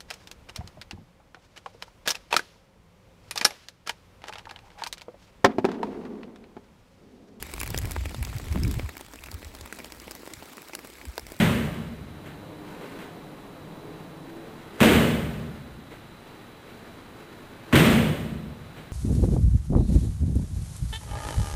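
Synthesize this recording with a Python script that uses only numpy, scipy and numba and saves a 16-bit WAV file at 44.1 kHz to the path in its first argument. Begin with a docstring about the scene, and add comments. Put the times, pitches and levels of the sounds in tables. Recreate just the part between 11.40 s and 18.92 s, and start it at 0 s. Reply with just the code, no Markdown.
"""A fist hits a padded wooden post three times in a bare, echoing training room; the first blow lands
just before the start. Each blow slaps the pad, thumps the post and knocks it against its mounting.
Between blows a jacket rustles, feet shift and a far engine climbs in pitch.
The camera's gain control flattens the blows, and its electronics whine faintly over the room air."""
import sys
import numpy as np
from scipy import signal
from scipy.fft import rfft, irfft
from scipy.io import wavfile
from scipy.ndimage import uniform_filter1d
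from numba import njit

SR = 44100
rng = np.random.default_rng(int(sys.argv[2]) if len(sys.argv) > 2 else 0)


def unload_audio(sound):
    """Save the sound as a 16-bit wav file, at the path given as the first command line argument."""
    columns = np.transpose(np.atleast_2d(sound))
    # keep every value between -1 and 1, then stretch to whole-number steps
    steps = np.round(np.clip(columns, -1, 1) * 32767)
    wavfile.write(sys.argv[1], SR, steps.astype(np.int16))


N = 331632
LEAD = SR // 2  # samples of pre-roll
TIME = np.arange(-LEAD, N) / SR
TAIL = np.arange(3 * SR // 2) / SR  # seconds into a single hit

# the punches: start_s, thud_db, slap_db, slap_tilt_db_per_octave, knock_delay_s, knock_db,
# wood_db, sleeve_db
BLOWS = [(-.135, -1, -1, -1.5, 0.021, -2, -9, -41), (3.404, 0.5, -1, -0.5, 0.024, 0.5, 1, -41),
         (6.3269, 2, -2.5, -2.5, .026, 2.5, -1, -44.5)]
# hollow body of the wood, also the low end of a scuff: freq_hz, level_db
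WOOD_EQ = [(150, -26), (290, 2), (375, 2), (500, 0), (580, -3.5), (680, -10.5), (1000, -16), (2000, -43)]
# smack of the pad, also the top end of a scuff: freq_hz, level_db
SLAP_EQ = [(350, -33), (600, -4.5), (800, -10), (1500, -7), (2100, -5.5), (2800, -10.5), (3500, -13.5),
           (4200, -20), (5300, -28.5), (8300, -22.5), (11000, -30), (13200, -23.5), (15000, -28)]


def undb(db):
    """Decibels to gain."""
    return 10 ** (np.asarray(db) / 20)


def unit(x):
    """Scale to an rms of one."""
    return x / np.sqrt(np.mean(x ** 2))


def lookup(table, hz):
    """Read a table on a log-frequency axis."""
    freqs, values = np.transpose(table)
    return np.interp(np.log(np.maximum(hz, 1)), np.log(freqs), values)


def colour(x, eq, size=8192):
    """Minimum-phase filter with the shape of an EQ curve and unit energy."""
    gains = undb(lookup(eq, np.fft.rfftfreq(size, 1 / SR)))
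    cepstrum = irfft(np.log(gains))
    cepstrum[1:size // 2] *= 2
    cepstrum[size // 2 + 1:] = 0
    response = irfft(np.exp(rfft(cepstrum)))
    return signal.fftconvolve(x, response / np.linalg.norm(response))[:len(x)]


def tilted(eq, db_per_octave):
    """An EQ curve tipped around 1 kHz."""
    return [(hz, db + db_per_octave * np.log2(hz / 1000)) for hz, db in eq]


def noise(eq):
    """Steady coloured noise."""
    return colour(rng.standard_normal(len(TIME)), eq)


def walk(rate_hz):
    """Smooth random modulation with a spread near one."""
    step = max(int(SR / rate_hz), 1)
    held = np.repeat(rng.standard_normal(len(TIME) // step + 1), step)
    return unit(uniform_filter1d(held, step))[:len(TIME)]


def fade(t60_s):
    """Exponential decay."""
    return np.exp(-np.log(1000) * TAIL / t60_s)


def onset(rise_s):
    """S-shaped attack."""
    return 1 - np.exp(-(TAIL / rise_s) ** 2)


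def swell(start_s, hold_s, attack_s, release_s):
    """Envelope that eases in, holds and eases out."""
    rise = np.clip((TIME - start_s) / attack_s, 0, 1)
    fall = np.clip((TIME - start_s - attack_s - hold_s) / release_s, 0, 1)
    return np.sin(np.pi / 2 * rise) ** 2 * np.cos(np.pi / 2 * fall) ** 2


def add(track, start_s, sound):
    """Mix a sound into a track at a time."""
    i = max(int(round(start_s * SR)) + LEAD, 0)
    track[i:i + len(sound)] += sound[:len(track) - i]


def room(build_s=.12, bands=10):
    """The room's answer to a click: early echoes thicken into a wash, each octave dying at its own rate."""
    # reverb time of the bare room: freq_hz, t60_s
    decay_times = [(30, 0.71), (70, 2.49), (150, 1.61), (250, 1.42), (500, 1.425), (1000, 0.99),
                   (2500, 0.94), (5000, 0.92), (14000, 1.03)]
    density = np.clip(.08 + TAIL / build_s, .01, 1)
    echoes = rng.standard_normal(len(TAIL)) * (rng.random(len(TAIL)) < density) / np.sqrt(density)
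    spectrum, hz = rfft(echoes), np.fft.rfftfreq(len(TAIL), 1 / SR)
    centres = np.geomspace(30, 15000, bands)
    octaves = [irfft(spectrum * lookup(np.c_[centres, band], hz)) for band in np.eye(bands)]
    return sum(octave * fade(lookup(decay_times, centre)) for octave, centre in zip(octaves, centres))


def post_ring(lurch_db=3, lurch_t60_s=0.05):
    """The post rings a little differently each time; its first swing lurches loud and quickly settles into the
    longer ring."""
    # modes of the post: pitch_hz, level_db, t60_s
    modes = [(74, -13, 2.1), (92, -5, 1.1), (141, -5, 1.5), (158, -1, 1.6), (173, -7, 1.5), (206, -7, 1.1),
             (226, -6, 1.7), (235, 0, 1.4), (292, -9, .8), (346, -8, .9), (371, -4, 1.0), (430, -6, 1.0),
             (474, -8, 1.3), (556, -7, 1.0), (598, -10, .9), (801, -16, 1.0), (971, -16, 1.3),
             (1201, -13, .8), (1320, -12, .9), (2138, -14, 1.0), (2234, -14, 1.0), (2438, -15, 1.1),
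             (2566, -13, 1.1), (2681, -13, .9), (2950, -10, 1.1), (3106, -14, .7), (3268, -16, 1.0),
             (3402, -18, 1.0)]
    phases = rng.uniform(0, 2 * np.pi, len(modes))
    ring = sum(undb(db) * fade(t60_s) * np.sin(2 * np.pi * hz * TAIL + phase)
               for (hz, db, t60_s), phase in zip(modes, phases))
    return ring * (1 + undb(lurch_db) * fade(lurch_t60_s))


def post_thud(echoes, punch, boom_db=-13, ring_db=-22, squash_s=0.012):
    """The foam starts soft and stiffens as it squashes, so the post's boom and ring swell in."""
    # low weight of the blow: freq_hz, level_db
    thud_eq = [(15, -35), (25, -16), (50, -12.5), (70, -5.5), (92, -7.5), (114, -7.5), (152, 0), (187, -3),
               (232, 3.5), (272, -10), (450, -17), (700, -18), (1500, -51)]
    boom = undb(boom_db) * colour(echoes, thud_eq) * punch
    return onset(squash_s) * (boom + undb(ring_db) * post_ring())


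def mounting_knock(echoes, seat_s=0.00089):
    """The flexing post seats against its mounting with a hard clack."""
    # clack of post on mounting: freq_hz, level_db
    knock_eq = [(400, -20.5), (600, -1), (850, -7), (2100, -4), (2400, -7.5), (2900, -6), (3600, -10),
                (4300, -17.5), (5400, -23.5), (7000, -23), (9000, -19), (11000, -29.5), (12900, -21.5),
                (15000, -27)]
    return onset(seat_s) * colour(echoes, knock_eq)


def blows(slap_trim_db=-18, wood_trim_db=-14, knock_trim_db=-17, flex_s=0.018):
    """The pad slaps at once, the thud swells, then the hollow post flexes and knocks its mounting."""
    out = np.zeros(len(TIME))
    punch = 1 + undb(5) * fade(t60_s=0.057)  # the direct sound stands briefly above the wash
    for start_s, thud_db, slap_db, tilt, knock_delay_s, knock_db, wood_db, _ in BLOWS:
        # each part reaches the microphone by its own set of reflections
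        pad, timber, mounting = room(), room(), room()
        slap = colour(pad, tilted(SLAP_EQ, tilt))
        hollow_wood = onset(flex_s) * punch * colour(timber, WOOD_EQ) * fade(t60_s=3.9)
        add(out, start_s, undb(slap_trim_db + slap_db) * slap)
        add(out, start_s, undb(thud_db) * post_thud(pad, punch))
        add(out, start_s, undb(wood_trim_db + wood_db) * hollow_wood)
        add(out, start_s + knock_delay_s, undb(knock_trim_db + knock_db) * mounting_knock(mounting))
    return out


def arm_effort(swing_db_per_s=110, hold_s=0.26, settle_db_per_s=37.5, still_db=-62.5):
    """How hard the cloth rubs: a swish around each punch, gentler moves between, never quite still."""
    # the arm draws back or takes guard: start_s, hold_s, level_db
    arm_moves = [(1.147, 0.22, -48.5), (2.72, .15, -60), (4.77, .04, -56), (5.168, 0.13, -54.5),
                 (5.626, 0.24, -54.5), (7.25, .1, -60.5)]
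    effort = undb(still_db)
    for hit_s, *_, sleeve_db in BLOWS:
        swing_db = swing_db_per_s * np.maximum(hit_s - TIME, 0)
        settle_db = settle_db_per_s * np.maximum(TIME - hit_s - hold_s, 0)
        effort += undb(sleeve_db - swing_db - settle_db)
    for start_s, move_hold_s, level_db in arm_moves:
        effort += undb(level_db) * swell(start_s, move_hold_s, attack_s=0.13, release_s=0.31)
    return effort


def jacket(crinkle_db=3, wet_db=-2):
    """Cloth rubs in uneven little slips, smeared by the room."""
    # rustle of the jacket: freq_hz, level_db
    cloth_eq = [(120, -22), (200, -9), (240, -1.5), (326, -4), (357, -8.5), (397, -3), (721, -15),
                (833, -14), (1810, -14.5), (5970, -33), (15000, -37)]
    rub = noise(cloth_eq) * unit(undb(crinkle_db * walk(150))) * arm_effort()
    walls = room()
    reverb = signal.fftconvolve(rub, walls / np.linalg.norm(walls))[:len(rub)]
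    return rub + undb(wet_db) * reverb


def air_and_whine(air_db=-47.5, wander_hz=5, jitter_rad=0.91):
    """A bed of room air and microphone hiss under the thin, unsteady whine of the camera."""
    # room tone and hiss: freq_hz, level_db
    air_eq = [(12, -28), (20, -2.5), (64, -8.5), (103, 0), (211, -4.5), (294, -6.5), (328, -6.5),
              (445, -10), (889, -11), (966, -14), (1270, -13), (3010, -21), (3970, -22.5), (5380, -32.5),
              (15000, -35.5)]
    # electrical tones: pitch_hz, level_db
    whine_tones = [(3941, -66.5), (6013, -88), (8156, -81), (9975, -77), (12075, -79)]
    drift = wander_hz * np.cumsum(walk(120)) / SR
    whine = sum(undb(db) * np.sqrt(2) * np.sin(2 * np.pi * (hz * TIME + drift) + jitter_rad * walk(90))
                for hz, db in whine_tones)
    return undb(air_db + .5 * walk(5)) * noise(air_eq) + whine


def far_engine(cruise_hz=101.3, full_hz=113, throttle_s=2.05, climb_hz_per_s=9.5,
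               far_db=-58.5, swell_db=-49, waver=0.00683, flutter_db=4.5, blur_rad=0.5):
    """Beyond the walls an engine draws near, speeds up and recedes over a dull road noise."""
    # the firing rate and its next multiples: level_db
    harmonics = [-17, -2.5, 4.5, 0, -17, -8, -10.5, -13]
    # road rumble: freq_hz, level_db
    road_eq = [(60, -15), (110, -31.5), (150, 7), (175, 3), (220, -12), (280, 3), (325, -2), (365, -6),
               (470, -3.5), (660, -9), (1000, -10.5), (1500, -22), (3000, -39)]
    firing_hz = np.minimum(cruise_hz + climb_hz_per_s * np.maximum(TIME - throttle_s, 0), full_hz)
    phase = 2 * np.pi * np.cumsum(firing_hz * (1 + waver * walk(15))) / SR
    # many paths of changing length fade and blur each harmonic separately
    drone = sum(undb(db + flutter_db * walk(9)) * np.sin(order * phase + blur_rad * walk(30))
                for order, db in enumerate(harmonics, 1))
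    nearness = swell(start_s=0.48, hold_s=1.78, attack_s=0.72, release_s=0.58)
    level = undb(far_db) + undb(swell_db) * nearness
    return level * (undb(-2) * unit(drone) + undb(1.5) * noise(road_eq))


def scuffs(bloom_s=0.011):
    """Soft touches of shoe and sleeve: a low thump and a bright brush bloom together."""
    # small shifts of stance: start_s, thump_db, brush_db
    touches = [(0.85, -42.5, -43), (1.407, -35, -44), (1.506, -46, -46), (1.592, -58, -41),
               (3.033, -49, -58), (4.502, -43, -44.5), (5.26, -47, -49), (7.358, -47, -43.5)]
    out = np.zeros(len(TIME))
    bloom = 1 - np.exp(-TAIL / bloom_s)
    brush_eq = tilted(SLAP_EQ, db_per_octave=-.7)
    for start_s, thump_db, brush_db in touches:
        sole, sleeve = rng.standard_normal((2, len(TAIL)))
        thump = undb(thump_db) * colour(sole, WOOD_EQ) * fade(t60_s=0.36)
        brush = undb(brush_db) * colour(sleeve, brush_eq) * fade(t60_s=0.38)
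        add(out, start_s, (thump + brush) * bloom)
    return out


@njit
def follow(x, attack, release):
    """Envelope follower with separate rates up and down."""
    out, level = np.empty(len(x)), 0.
    for i in range(len(x)):
        level += (abs(x[i]) - level) * (attack if abs(x[i]) > level else release)
        out[i] = level
    return out


def gain_control(x, threshold_db=-15, ratio=3, attack_s=0.0096, release_s=0.027):
    """The camera turns loud sound down, so each blow holds level for a moment before it decays."""
    envelope = follow(x, 1 / (attack_s * SR), 1 / (release_s * SR))
    return x * np.minimum(undb(threshold_db) / (envelope + 1e-9), 1) ** (1 - 1 / ratio)


def scene():
    """All layers in mono through the gain control, with the pre-roll dropped."""
    mix = blows() + scuffs() + jacket() + far_engine() + air_and_whine()
    return gain_control(mix)[None, LEAD:]


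def record(dry):
    """The camera rounds the highest peaks and cuts the top above 15.4 kHz."""
    lowpass = signal.ellip(10, .2, 80, 15400, fs=SR, output="sos")
    return signal.sosfilt(lowpass, np.tanh(dry))


dry = scene()
out = record(dry)
unload_audio(out)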